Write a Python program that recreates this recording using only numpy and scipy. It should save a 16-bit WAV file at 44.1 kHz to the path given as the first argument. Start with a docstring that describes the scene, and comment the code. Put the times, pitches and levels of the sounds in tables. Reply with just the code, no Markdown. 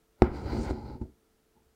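"""One embroidery stitch through cloth stretched in a hoop, close by, in a quiet room with a faint hum.
At 0.22 s the needle's eye pops through and the cloth rings like a small drum. The thread then rasps
through the hole in countless tiny slips and snags a few times. From 0.7 s it sings as it tightens,
and at 1.02 s it pulls taut with a soft thump. Near 1.6 s the slack thread settles on the cloth."""
import sys
import numpy as np
from scipy import signal
from scipy.fft import rfft, irfft
from scipy.io import wavfile
from scipy.ndimage import uniform_filter1d

SR = 44100
rng = np.random.default_rng(int(sys.argv[2]) if len(sys.argv) > 2 else 0)


def master_out(mix):
    """Clip the mix to full scale and print it as 16-bit PCM to the path in sys.argv[1]."""
    frames = np.transpose(np.atleast_2d(mix))
    ceiling = np.clip(frames, -1, 1)
    pcm = np.round(ceiling * 32767).astype(np.int16)
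    wavfile.write(sys.argv[1], SR, pcm)


N = 77175


def undb(db):
    """Decibels to gain."""
    return 10 ** (np.asarray(db) / 20)


def unit(x):
    """Scale to rms 1."""
    return x / np.sqrt(np.mean(x ** 2))


def curve(table, column=1):
    """Gain over time from one dB column of a table, silent outside it."""
    rows = np.array(table)
    return undb(np.interp(np.arange(N) / SR, rows[:, 0], rows[:, column], left=-np.inf, right=-np.inf))


def through(x, response):
    """Convolve with an impulse response."""
    return signal.fftconvolve(x, response)[:N]


def colour(x, points):
    """Minimum-phase filter with the given (Hz, dB) shape."""
    hz, db = np.array(points).T
    bins_hz = np.maximum(np.fft.rfftfreq(2 * N, 1 / SR), 1)
    gain = undb(np.interp(np.log(bins_hz), np.log(hz), db))
    cepstrum = irfft(np.log(gain))
    cepstrum[1:N] *= 2
    response = np.exp(rfft(cepstrum[:N], 2 * N))
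    return irfft(rfft(x, 2 * N) * response)[:N]


def wander(rate_hz):
    """Smooth random drift, rms 1."""
    size = int(SR / rate_hz)
    smoothed = uniform_filter1d(rng.standard_normal(N), size, mode="wrap")
    return unit(uniform_filter1d(smoothed, size, mode="wrap"))


def background(t):
    """Still air and a faint wavering hum."""
    # Each row: frequency in Hz, relative noise density in dB.
    air_spectrum = [(20, -2), (48, 0), (85, -8), (130, -13), (220, -8.5), (400, -11.5), (600, -17.5),
                    (1000, -20.5), (1350, -21), (2500, -26), (8000, -29), (16000, -31)]
    # Each row: frequency in Hz, rms level in dB.
    hum_tones = [(344.5, -84.5), (442.5, -77), (689, -88.5), (1281, -91.5), (1378, -90.5)]
    air_db, drift_hz = -69.5, 1
    hum = np.zeros_like(t)
    for hz, db in hum_tones:
        cycles = np.cumsum(hz + drift_hz * wander(rate_hz=7.1)) / SR
        hum += undb(db) * np.sqrt(2) * np.sin(2 * np.pi * cycles)
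    return hum + undb(air_db) * unit(colour(rng.standard_normal(N), air_spectrum))


def room_echo(x, t):
    """Short, diffuse echo of a small room."""
    # Each row: frequency in Hz, relative gain in dB.
    echo_spectrum = [(50, -8.5), (200, 3), (450, -2.5), (1500, 2.5), (5000, 2.5), (15000, -4.5)]
    echo_db, t60_s, delay_s = -19.5, 0.35, 0.0051
    decay = (t > delay_s) * undb(-60 * t / t60_s)
    tail = colour(rng.standard_normal(N), echo_spectrum) * decay
    return undb(echo_db) * through(x, tail / np.sqrt(np.sum(tail ** 2)))


def contact(t, contact_s):
    """Gaussian push of unit area at t = 0; the longer, the softer."""
    return np.exp(-.5 * (t / contact_s) ** 2) / (np.sqrt(2 * np.pi) * contact_s * SR)


def cloth_ring(t):
    """Damped modes of the taut cloth after one sharp push."""
    # Each row: frequency in Hz, level in dB, T60 in seconds.
    modes = [(67.2, -14, 0.15), (114, -12, 0.046), (228, -11.5, 0.063), (303, -12.5, 0.057),
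             (358.5, -11.5, 0.083), (387.1, -31, .18), (466, -10, 0.017), (648, -11.5, 0.02),
             (763, -8.5, .023), (899, -21, 0.04), (1210, -7, .009), (1360, -10.5, .012),
             (1647, -15.5, .005), (2600, -31, .018)]
    return sum(undb(db) * np.cos(2 * np.pi * hz * t) * undb(-60 * t / t60_s) for hz, db, t60_s in modes)


def slips(rate_per_s=5000, scatter_db=2.5):
    """Dense, uneven catches of thread fibres on the weave."""
    caught = rng.random(N) < rate_per_s / SR
    sizes = undb(scatter_db * np.minimum(rng.exponential(size=N), 4))
    return caught * sizes * rng.choice([-1, 1], N)


def cloth_rumble(t, contact_s):
    """A stream of slips shakes the cloth."""
    pushes = through(slips(), contact(t - 5 * contact_s, contact_s))
    return unit(through(pushes, cloth_ring(t)))


def thread_note(centre_hz=848, width_hz=108):
    """Slips excite a narrow resonance of the thread."""
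    edges_hz = [centre_hz - width_hz / 2, centre_hz + width_hz / 2]
    band = signal.butter(2, edges_hz, "band", fs=SR, output="sos")
    return unit(signal.sosfilt(band, slips()))


def thread(t):
    """The running thread shakes the cloth, rasps and hisses in the hole, sings, then settles."""
    # The pull. Each row: time in seconds, then rumble, rasp, fibre whisper and hiss levels in dB.
    pull_levels = [(.16, -97, -85.5, -100, -100), (.21, -54, -61, -75, -100), (.232, -30, -42, -66, -65),
                   (.285, -37, -43.5, -72.5, -88), (.355, -38, -47, -59.5, -67.5),
                   (.425, -36.5, -45, -61, -69), (.49, -34, -44, -57.5, -69), (.565, -29, -42, -55, -61),
                   (.635, -29, -41, -54.5, -55.5), (.685, -37, -41, -61, -65),
                   (.705, -27, -43.5, -59, -59.5), (.755, -38.5, -54.5, -66.5, -78),
                   (.82, -42.5, -53.5, -64.5, -77), (.89, -40.5, -54.5, -64, -80),
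                   (.95, -38, -60.5, -71.5, -80), (.995, -51, -74, -90, -101), (1.02, -37, -64, -78, -74),
                   (1.045, -40.5, -69, -84, -87), (1.16, -75.5, -100, -100, -100),
                   (1.21, -87.5, -100, -100, -100)]
    # Friction spectra. Each row: frequency in Hz, relative density in dB.
    rasp_spectrum = [(300, -20), (470, -6), (540, 5.5), (620, -5), (760, 2), (1000, -0.5), (1140, -16),
                     (1290, -4.5), (1540, -7.5), (1720, -19), (2080, -9.5), (2450, -17.5), (2640, -23),
                     (2830, -19.5), (3100, -24.5), (3400, -25), (5000, -50)]
    whisper_spectrum = [(2300, -24.5), (3100, -17), (3650, -13.5), (4000, 2.5), (4800, 3.5), (5100, -1.5),
                        (5400, -10.5), (5750, -10), (6300, -20.5), (9000, -30), (14500, -24)]
    hiss_spectrum = [(2000, -5.5), (4500, -1.5), (5400, -0.5), (5800, 5), (6250, -2), (6700, 3.5),
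                     (7000, 2.5), (7400, 0), (9600, -4.5), (10500, -23.5), (14500, -18.5), (16000, -26.5)]
    # Tightening and settling. Each row: time in seconds, level in dB.
    sing_levels = [(.70, -66), (.76, -51), (.82, -54), (.88, -55), (.97, -57), (.998, -79), (1.02, -45),
                   (1.035, -70), (1.06, -85)]
    settle_levels = [(1.53, -91.5), (1.568, -61.5), (1.595, -69), (1.63, -74)]
    sway_db, flutter_db, slack_note_db = -8.5, 2.77, -10

    shake = cloth_rumble(t, contact_s=0.00052)
    sway = cloth_rumble(t, contact_s=0.0013)  # the hoop rocks softly under the cloth
    rumble = unit(shake + undb(sway_db) * sway)
    rub = slips() * undb(flutter_db * wander(rate_hz=24))  # the thread's twist roughens the pull
    rasp = unit(colour(rub, rasp_spectrum)) * curve(pull_levels, column=2)
    whisper = unit(colour(rub, whisper_spectrum)) * curve(pull_levels, column=3)
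    hiss = unit(colour(slips(), hiss_spectrum)) * curve(pull_levels, column=4)
    running = rumble * curve(pull_levels, column=1) + rasp + whisper + hiss
    note = thread_note()
    settling = (rumble + undb(slack_note_db) * note) * curve(settle_levels)
    return running + note * curve(sing_levels) + settling


def pop_crackle(age_s, peak_db=-33, decay_s=0.002):
    """A short, bright noise burst crackles on top of the pop."""
    # Each row: frequency in Hz, relative density in dB.
    crackle_spectrum = [(1500, -12), (2900, -4), (3600, -2), (4250, -20.5), (4800, 3), (5400, 4.5),
                        (6300, -15), (7500, -7.5), (10000, -21), (16000, -22.5)]
    envelope = (age_s >= 0) * np.exp(-np.abs(age_s) / decay_s)
    burst = colour(envelope * rng.standard_normal(N), crackle_spectrum)
    return undb(peak_db) * burst / np.abs(burst).max()


def tugs(t):
    """Each tug drums on the cloth; the first, the needle's pop, has a bright crackle on top."""
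    # The needle's pop, snags, the thread pulling taut with a tick, a light touch.
    # Each row: time in seconds, impulse level in dB, contact time in seconds.
    pushes = [(0.221, 1.5, 0.00017), (0.31, 1, 0.0058), (0.462, -13, .0013), (0.5764, -15, 0.001),
              (0.5906, -16.5, 0.0037), (.7090, -16, 0.00029), (0.7195, -11, 0.0045), (1.0158, -13, 0.00085),
              (1.0165, -52.5, 0.000052), (1.666, -43, .002)]
    force = sum(undb(db) * contact(t - at_s, contact_s) for at_s, db, contact_s in pushes)
    pop_s = pushes[0][0]
    return through(force, cloth_ring(t)) + pop_crackle(t - pop_s)


def scene():
    """One stitch in the room, mono."""
    t = np.arange(N) / SR
    stitch = tugs(t) + thread(t)
    return (stitch + room_echo(stitch, t) + background(t))[None]


def record(dry):
    """Cut the deepest bass, soft-limit the pop, cut the top."""
    low_cut_hz, ceiling, top_hz = 30, 0.755, 15750
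    x = signal.sosfilt(signal.butter(1, low_cut_hz, "high", fs=SR, output="sos"), dry)
    x = x / (1 + (x / ceiling) ** 8) ** (1 / 8)
    return signal.sosfilt(signal.ellip(10, .1, 80, top_hz, fs=SR, output="sos"), x)


dry = scene()
out = record(dry)
master_out(out)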